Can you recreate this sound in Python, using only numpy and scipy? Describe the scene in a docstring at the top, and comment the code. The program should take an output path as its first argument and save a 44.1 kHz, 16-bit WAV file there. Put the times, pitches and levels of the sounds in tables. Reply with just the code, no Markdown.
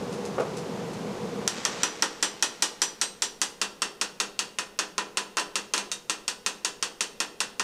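"""At a slotted steel table in a workshop, a chipping hammer taps slag off a clamped weld, five blows a second.
A fume fan (shaped noise and duct resonances) roars first; the hammer is brought in with ticks and clunks.
Each blow is a noisy click at the tip plus damped modes of bar and slats, and sends slag flakes skittering
(random impulses), fewer as the weld comes clean. A gain control ducks at the first blow and stays down,
so the fan sinks far behind the tapping."""
import sys
import numpy as np
from scipy import signal
from scipy.fft import rfft, irfft, next_fast_len
from scipy.io import wavfile

SR = 44100
rng = np.random.default_rng(int(sys.argv[2]) if len(sys.argv) > 2 else 0)


def wav_out(sig):
    """Save sig, one row per channel (or a flat mono array), as 16-bit PCM at SR to the path in sys.argv[1]."""
    wavfile.write(sys.argv[1], SR, np.round(np.clip(np.atleast_2d(sig).T, -1, 1) * 32767).astype(np.int16))


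N = 336483

# Spectra below give relative levels: each coloured noise is scaled to rms 1 before its own level is set.
# fan air roar: pitch_hz, level_db_per_hz
FAN_SPECTRUM = [(25, -27), (64, -20.5), (100, -14.5), (150, -5), (210, -1), (313, -8), (430, -1.5),
                (500, -5), (590, -10.5), (945, -12.5), (1700, -22.5), (6500, -29.5), (10000, -40),
                (15500, -53)]
# duct resonances: pitch_hz, width_hz, relative level_db
DUCT_RESONANCES = [(126, 24, -8), (168.3, 8.3, 1.5), (201.7, 8, 5), (424, 6, -14), (481, 19, 2.5)]

# wire bristles catching on the steel: start_s, level_db
BRISTLE_TICKS = [(.125, -42.5), (0.252, -41.5), (.399, -42.5), (.566, -40), (.58, -44), (.932, -46)]
# spectrum of a bristle tick: pitch_hz, level_db_per_hz
TICK_SPECTRUM = [(500, -16), (3000, -5), (6200, -1), (10500, -10), (15000, -33)]
# the hammer bumping on the table as it is picked up and aimed: start_s, level_db
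TABLE_CLUNKS = [(.38, -21.5), (.397, -23.5), (.421, -29.5), (1.415, -33.5)]
# spectrum of a clunk: pitch_hz, level_db_per_hz
CLUNK_SPECTRUM = [(120, -31), (300, 5), (480, 10), (720, 5), (1000, -4), (1300, 1), (1800, -15),
                  (2500, -13.5), (5000, -39), (12000, -62)]
# decay of the shop's diffuse field: pitch_hz, t60_s
SHOP_DECAY = [(200, 0.71), (1000, 0.63), (4000, 0.54), (8000, 0.35), (14000, 0.7)]

# hammer contacts, rebounds included: start_s, strength_db, hardness_db (bare steel above 0, soft slag below)
CONTACTS = [(1.4772, -15.5, 2), (1.6511, -14, -3.5), (1.8332, -8.5, -2.5), (2.0232, -4, -4),
            (2.2265, -5.5, 0), (2.425, -4, 2), (2.623, -2, 3.5), (2.8179, -3, 4), (3.014, -4, 4.5),
            (3.2211, -4.5, 4.5), (3.4156, -3.5, 4), (3.6152, -4.5, 0), (3.8197, -4.5, -1.5), (4.013, -5, 1),
            (4.201, -4.5, 0), (4.3911, -6, 2), (4.5863, -7.5, -0.5), (4.7895, -4.5, -1), (4.9802, -6, -7),
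            (5.1717, -4.5, -1.5), (5.37, -5.5, -7), (5.384, -9, -4), (5.396, -13, 4), (5.5559, -5.5, 0.5),
            (5.737, -3.5, -2), (5.7643, -18, 0), (5.778, -8.5, -0.5), (5.9162, -11.5, 7.5),
            (6.097, -5.5, 2), (6.2797, -7, 3.5), (6.4624, -5, 1.5), (6.6477, -5.5, 3), (6.826, -5.5, 1),
            (7.0077, -5.5, 3.5), (7.2024, -5, -1.5), (7.404, -5, 1), (7.5965, -5, -4)]
# path in toward the clamp, then back along the weld: time_s, place (0 at the clamp, 1 further along)
STRIKE_PATH = [(1.5, 0.2), (2.3, 0.21), (2.8, 0.038), (3.35, 0.22), (3.65, 0.86), (4.6, 1), (7.6, 0.84)]
# modes of bar and table, before scatter: pitch_hz, level_db at the clamp, level_db further along, t60_s
BAR_MODES = [(200, -27, -23, 0.5), (310, -23, -21, 0.38), (910, -9, -19, 0.2), (1003, -18, -12, 0.25),
             (1364, -13, -15, 0.2), (1480, -21, -12, 0.18), (1530, -23, -15, 0.18), (1805, -13, -24, 0.15),
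             (1855, -10, -14, 0.15), (2438, -27, -14, 0.25), (2532, -12, -7.5, 0.16),
             (2700, -23, -10, 0.19), (2850, -14, -17, 0.18), (2925, -16, -25, 0.22), (3080, -16, -17, 0.2),
             (3253, -16, -16, 0.25), (4010, -14, -25, 0.22), (4242, -31, -18, 0.25), (4455, -10, -11, 0.13),
             (4503, -17, -17, 0.2), (4873, -8.5, -27, 0.26), (5430, -16, -10, 0.16), (5901, -2, -25, 0.25),
             (6075, -16, -18, 0.14), (6290, -21, -13, 0.15), (6901, -17, -17, 0.2), (7130, -23, -21, 0.2),
             (7414, -11, -26, 0.18), (8409, -14, -24, 0.2), (8600, -20, -17, 0.13)]
# quickly damped steel under the tip, before scatter and scaling: pitch_hz, clamp_db, along_db, t60_s
TIP_MODES = [(2740, -20, -2, 0.029), (5686, 15.5, -0.5, 0.008), (6430, 1.5, 0.5, 0.011),
             (7460, 5.5, -8, 0.011), (8790, -26, -7, 0.033)]
# noisy part of the tip click: pitch_hz, level_db_per_hz
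CRACK_SPECTRUM = [(60, -42), (250, -14), (1000, -0.5), (6000, 9), (9000, -2.5), (13000, -17), (16000, -45)]
# dense ring of the table's slats: pitch_hz, level_db_per_hz
SLAT_SPECTRUM = [(60, -48), (130, -50), (210, -10.5), (450, -1.5), (660, -7), (1000, 0), (1880, 2.5),
                 (2200, -5.5), (2800, 2.5), (5100, -0.5), (6200, 2), (8100, -0.5), (9300, -6.5),
                 (12500, -20), (16000, -40)]
# decay of the slats: pitch_hz, t60_s
SLAT_DECAY = [(200, 0.42), (500, 0.56), (1200, 0.21), (4000, 0.17), (8000, 0.14), (14000, 0.14)]
# the hammer's own modes, free to ring after a glancing blow: pitch_hz, level_db (relative), t60_s
HAMMER_MODES = [(3736, 0, .23), (6013, -2, .17), (8619, 0, .11)]
# skittering slag flakes: pitch_hz, level_db_per_hz
FLAKE_SPECTRUM = [(60, -35), (300, 1), (900, 2.5), (2500, -1), (6000, -4.5), (8000, -9), (11000, -31),
                  (16000, -50)]
# steady hiss, added after the gain control: pitch_hz, level_db_per_hz
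HISS_SPECTRUM = [(25, 19.5), (100, 6.5), (1000, 5.5), (9000, -0.5), (13000, -6.5), (15200, -3.5),
                 (16000, -30)]

# tip click over the strength; dB more for each dB of hardness
CLICK_DB, CLICK_PER_HARDNESS = 7, 0.26
CLAMP_CLICK_DB = 0.58  # the bar gives least at the clamp, so the tip clicks louder there
# the slag crust muffles the ring by this much at the first blow and is chipped through in this time
CRUST_DB, CRUST_LASTS_S = 8, 0.73
# each blow's spray of flakes: full at first, thinner as the weld comes clean
SPRAY_DB, SPRAY_RISE_S, SPRAY_T60_S = -28, 0.055, 2.4
PLENTY_S, THINNING_DB_PER_S = 0.99, 22  # time from the first blow before thinning starts, then its rate
TOP_HZ = 15800  # upper band limit


def amp(db):
    """Level as an amplitude ratio: 20 dB is a factor of ten."""
    return 10 ** (np.asarray(db) / 20)


def unit(x, span=None):
    """Normalisation: x scaled to rms 1 over its first span samples."""
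    return x / np.sqrt(np.mean(x[:span] ** 2) + 1e-20)


def along(points, hz):
    """Interpolation of (pitch_hz, value) points on a logarithmic frequency axis."""
    f, v = np.transpose(points)
    return np.interp(np.log(hz + 1), np.log(f + 1), v)


def filtered(x, response):
    """Linear filtering: the spectrum of x multiplied by a frequency response."""
    n = x.shape[-1]
    m = next_fast_len(n + 8192)
    hz = np.fft.rfftfreq(m, 1 / SR)
    return irfft(rfft(x, m) * response(hz), m)[..., :n]


def coloured(x, spectrum):
    """Spectral shaping: x filtered to a spectrum and scaled to rms 1."""
    return unit(filtered(x, lambda hz: amp(along(spectrum, hz))))


def dying(x, t60s):
    """Frequency-dependent damping: each band of x decays at its own rate."""
    hz, t, bands = signal.stft(x, SR, nperseg=256)
    decay_db = -60 * t / along(t60s, hz)[:, None]
    return signal.istft(bands * amp(decay_db), SR, nperseg=256)[1][:len(x)]


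def fade(t, t60):
    """Exponential decay: the level falls 60 dB in t60 seconds."""
    return np.exp(-np.log(1000) * t / t60)


def add(track, s, sound):
    """Superposition: a sound is summed into the track from time s."""
    part = track[round(s * SR):][:len(sound)]
    part += sound[:len(part)]


def low_cut(x, cut_hz, order=2):
    """Causal high-pass: a Butterworth filter attenuates the bass."""
    return signal.sosfilt(signal.butter(order, cut_hz, "highpass", fs=SR, output="sos"), x)


def high_cut(x, cut_hz, order):
    """Zero-phase low-pass with a Butterworth magnitude."""
    return filtered(x, lambda hz: 1 / np.sqrt(1 + (hz / cut_hz) ** (2 * order)))


def duct_response(hz):
    """Resonance: the duct answers as a sum of narrow second-order band-passes."""
    total = 0
    for centre, width, db in DUCT_RESONANCES:
        bandpass = 1j * hz * width / (centre ** 2 - hz ** 2 + 1j * hz * width)
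        narrowing = width / np.hypot(width, hz - centre)
        total = total + amp(db) * bandpass * narrowing
    return total


def fan(air_db=-35, duct_db=-39):
    """Flow noise and resonance: steady broadband air roar plus noise made to hum by the duct."""
    air = coloured(rng.standard_normal(N), FAN_SPECTRUM)
    hum = unit(filtered(rng.standard_normal(N), duct_response))
    return amp(air_db) * air + amp(duct_db) * hum


def grit(size, per_s):
    """Random arrivals: sparse tiny impacts of random strength and sign."""
    return rng.standard_normal(size) * (rng.random(size) < per_s / SR)


def workshop(x, walls, room_db=-13):
    """Reverberation: a sound convolved with a diffuse tail, which changes a little as the hand moves."""
    t = np.arange(len(walls)) / SR
    pattern = walls + .6 * rng.standard_normal(len(t))
    tail = dying(pattern, SHOP_DECAY) * (1 - np.exp(-t / 0.0066))
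    wet = amp(room_db) * signal.fftconvolve(x, tail / np.linalg.norm(tail))
    add(wet, 0, x)
    return wet


def handling(walls):
    """Impact and friction: decaying grains as bristles tick and the hammer bumps over the table."""
    track, t = np.zeros(N), np.arange(SR // 3) / SR
    for s, tick_db in BRISTLE_TICKS:
        tick = coloured(grit(len(t), 4000), TICK_SPECTRUM) * fade(t, 0.15)
        add(track, s, workshop(amp(tick_db) * tick, walls))
    for s, clunk_db in TABLE_CLUNKS:
        clunk = coloured(grit(len(t), 4000), CLUNK_SPECTRUM) * fade(t, 0.16)
        clunk = clunk * (1 - np.exp(-t / 0.0015))
        add(track, s, workshop(amp(clunk_db) * clunk, walls))
    return track


def ringing(table, place, t, scatter_db=3.0):
    """Modal excitation: damped sines, whose levels depend on the point struck and scatter at random."""
    hz, clamp_db, along_db, t60 = np.transpose(table)[:, :, None]
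    level_db = clamp_db + place * (along_db - clamp_db) + rng.normal(0, scatter_db, hz.shape)
    sign = (-1) ** np.arange(len(hz))[:, None]  # neighbouring modes swing in opposite directions
    modes = sign * amp(level_db) * np.sin(2 * np.pi * hz * t) * fade(t, t60)
    return np.sum(modes, axis=0)


def tip_click(place, t, crack_db=1, clamped_db=-8):
    """Local contact: quickly damped modes under the tip plus a short burst of noise, at rms 1 over 3 ms."""
    span = SR * 3 // 1000
    ping = unit(ringing(TIP_MODES, place, t), span)
    crack = unit(coloured(rng.standard_normal(len(t)), CRACK_SPECTRUM) * fade(t, 0.0095), span)
    # at the clamp the tip pings more than it cracks
    return unit(ping + amp(crack_db + clamped_db * (1 - place)) * crack, span)


def slat_ring(shapes, place, t):
    """High modal density: the slats' many modes are heard as decaying coloured noise."""
    # the same slats answer every blow, changing slowly along the weld and a little from tap to tap
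    turn = place * np.pi / 2
    pattern = np.cos(turn) * shapes[0] + np.sin(turn) * shapes[1]
    pattern = pattern + .7 * rng.standard_normal(len(t))
    return unit(dying(coloured(pattern, SLAT_SPECTRUM), SLAT_DECAY), SR // 30)


def blow(shapes, ring_db, click_db, bright_db, place, modes_db=0, slats_db=-0.9, tip_db=0):
    """Impact excitation: a hard click under the tip, then the ring of bar and table."""
    t, place = np.arange(shapes.shape[1]) / SR, np.clip(place, 0, 1)
    click = tip_click(place, t)
    ring = amp(slats_db) * slat_ring(shapes, place, t) + amp(modes_db) * ringing(BAR_MODES, place, t)

    def tilt(hz):
        """Contact stiffness: a blow on bare steel is brighter than one cushioned by slag."""
        steps = np.log(np.maximum(hz, 1) / 3000) / np.log(5)
        return amp(bright_db * np.clip(steps, -.5, .6))

    ring = filtered(ring, tilt) * (1 - np.exp(-t / 0.00018))
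    return amp(click_db + tip_db) * click + amp(ring_db) * ring


def glancing_ring(t, glance_db=-12):
    """Free vibration: the hammer's own modes decay after a glancing blow."""
    return sum(amp(glance_db + db) * np.sin(2 * np.pi * hz * t) * fade(t, t60) for hz, db, t60 in HAMMER_MODES)


def hammer(walls, glance_s=5.917, bass_hz=155):
    """Repeated impact along a weld: the ring is freed as the crust breaks up; some bounces, one glance."""
    track, t = np.zeros(N), np.arange(SR // 3) / SR
    shapes = rng.standard_normal((2, len(t)))  # the slats' answer at either end of the weld
    for s, strength_db, hard_db in CONTACTS:
        place = np.interp(s, *np.transpose(STRIKE_PATH))
        crust = max(1 - (s - CONTACTS[0][0]) / CRUST_LASTS_S, 0)
        ring_db = strength_db - CRUST_DB * crust
        click_db = strength_db + CLICK_DB + CLICK_PER_HARDNESS * hard_db + CLAMP_CLICK_DB * (1 - place)
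        add(track, s, workshop(blow(shapes, ring_db, click_db, hard_db, place), walls))
    add(track, glance_s, glancing_ring(t))
    return low_cut(track, bass_hz, order=4)  # narrow slats radiate no deep bass


def slag(flakes_per_s=5000):
    """Incoherent power addition: overlapping sprays of tiny flake impacts, until little slag is left."""
    power, t = np.zeros(N), np.arange(SR) / SR
    spray = (1 - np.exp(-t / SPRAY_RISE_S)) * fade(t, SPRAY_T60_S)
    for s, _, _ in CONTACTS:
        spent_db = THINNING_DB_PER_S * max(s - CONTACTS[0][0] - PLENTY_S, 0)
        add(power, s, (amp(SPRAY_DB - spent_db) * spray) ** 2)
    return np.sqrt(power) * coloured(grit(N, flakes_per_s), FLAKE_SPECTRUM)


def scene():
    """Superposition at one microphone, the same in both channels."""
    walls = rng.standard_normal(SR * 3 // 4)
    mono = fan() + handling(walls) + hammer(walls) + slag()
    return np.array([mono, mono])


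def gain_control(x, threshold_db=-14.5, sink_db_per_s=0.1):
    """Peak-held compression: gain falls within milliseconds above the threshold, then sinks on very slowly."""
    size = SR * 3 // 1000  # 3 ms running mean
    power = signal.lfilter(np.ones(size) / size, 1, x[0] ** 2)
    over_db = np.maximum(10 * np.log10(np.abs(power) + 1e-12) - threshold_db, 0)
    sinking_db = sink_db_per_s * np.arange(N) / SR
    held_db = np.maximum.accumulate(over_db - sinking_db) + sinking_db
    return x * amp(-held_db)


def overload(x):
    """Saturation: the input stage rounds off the highest peaks, oversampled threefold against aliasing."""
    fine = signal.resample_poly(x, 3, 1, axis=1)
    fine = fine / np.sqrt(np.sqrt(1 + (fine / .34) ** 4))
    return signal.resample_poly(fine, 1, 3, axis=1)


def record(dry, hiss_db=-60, low_cut_hz=60, treble_hz=13900):
    """Signal chain: gain control, saturation, bass and treble roll-off, steady added hiss, band limit."""
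    x = overload(gain_control(dry))
    x = low_cut(x, low_cut_hz)
    x = high_cut(x, treble_hz, order=16)
    x = x + amp(hiss_db) * coloured(rng.standard_normal(N), HISS_SPECTRUM)
    return filtered(x, lambda hz: hz < TOP_HZ)


dry = scene()
out = record(dry)
wav_out(out)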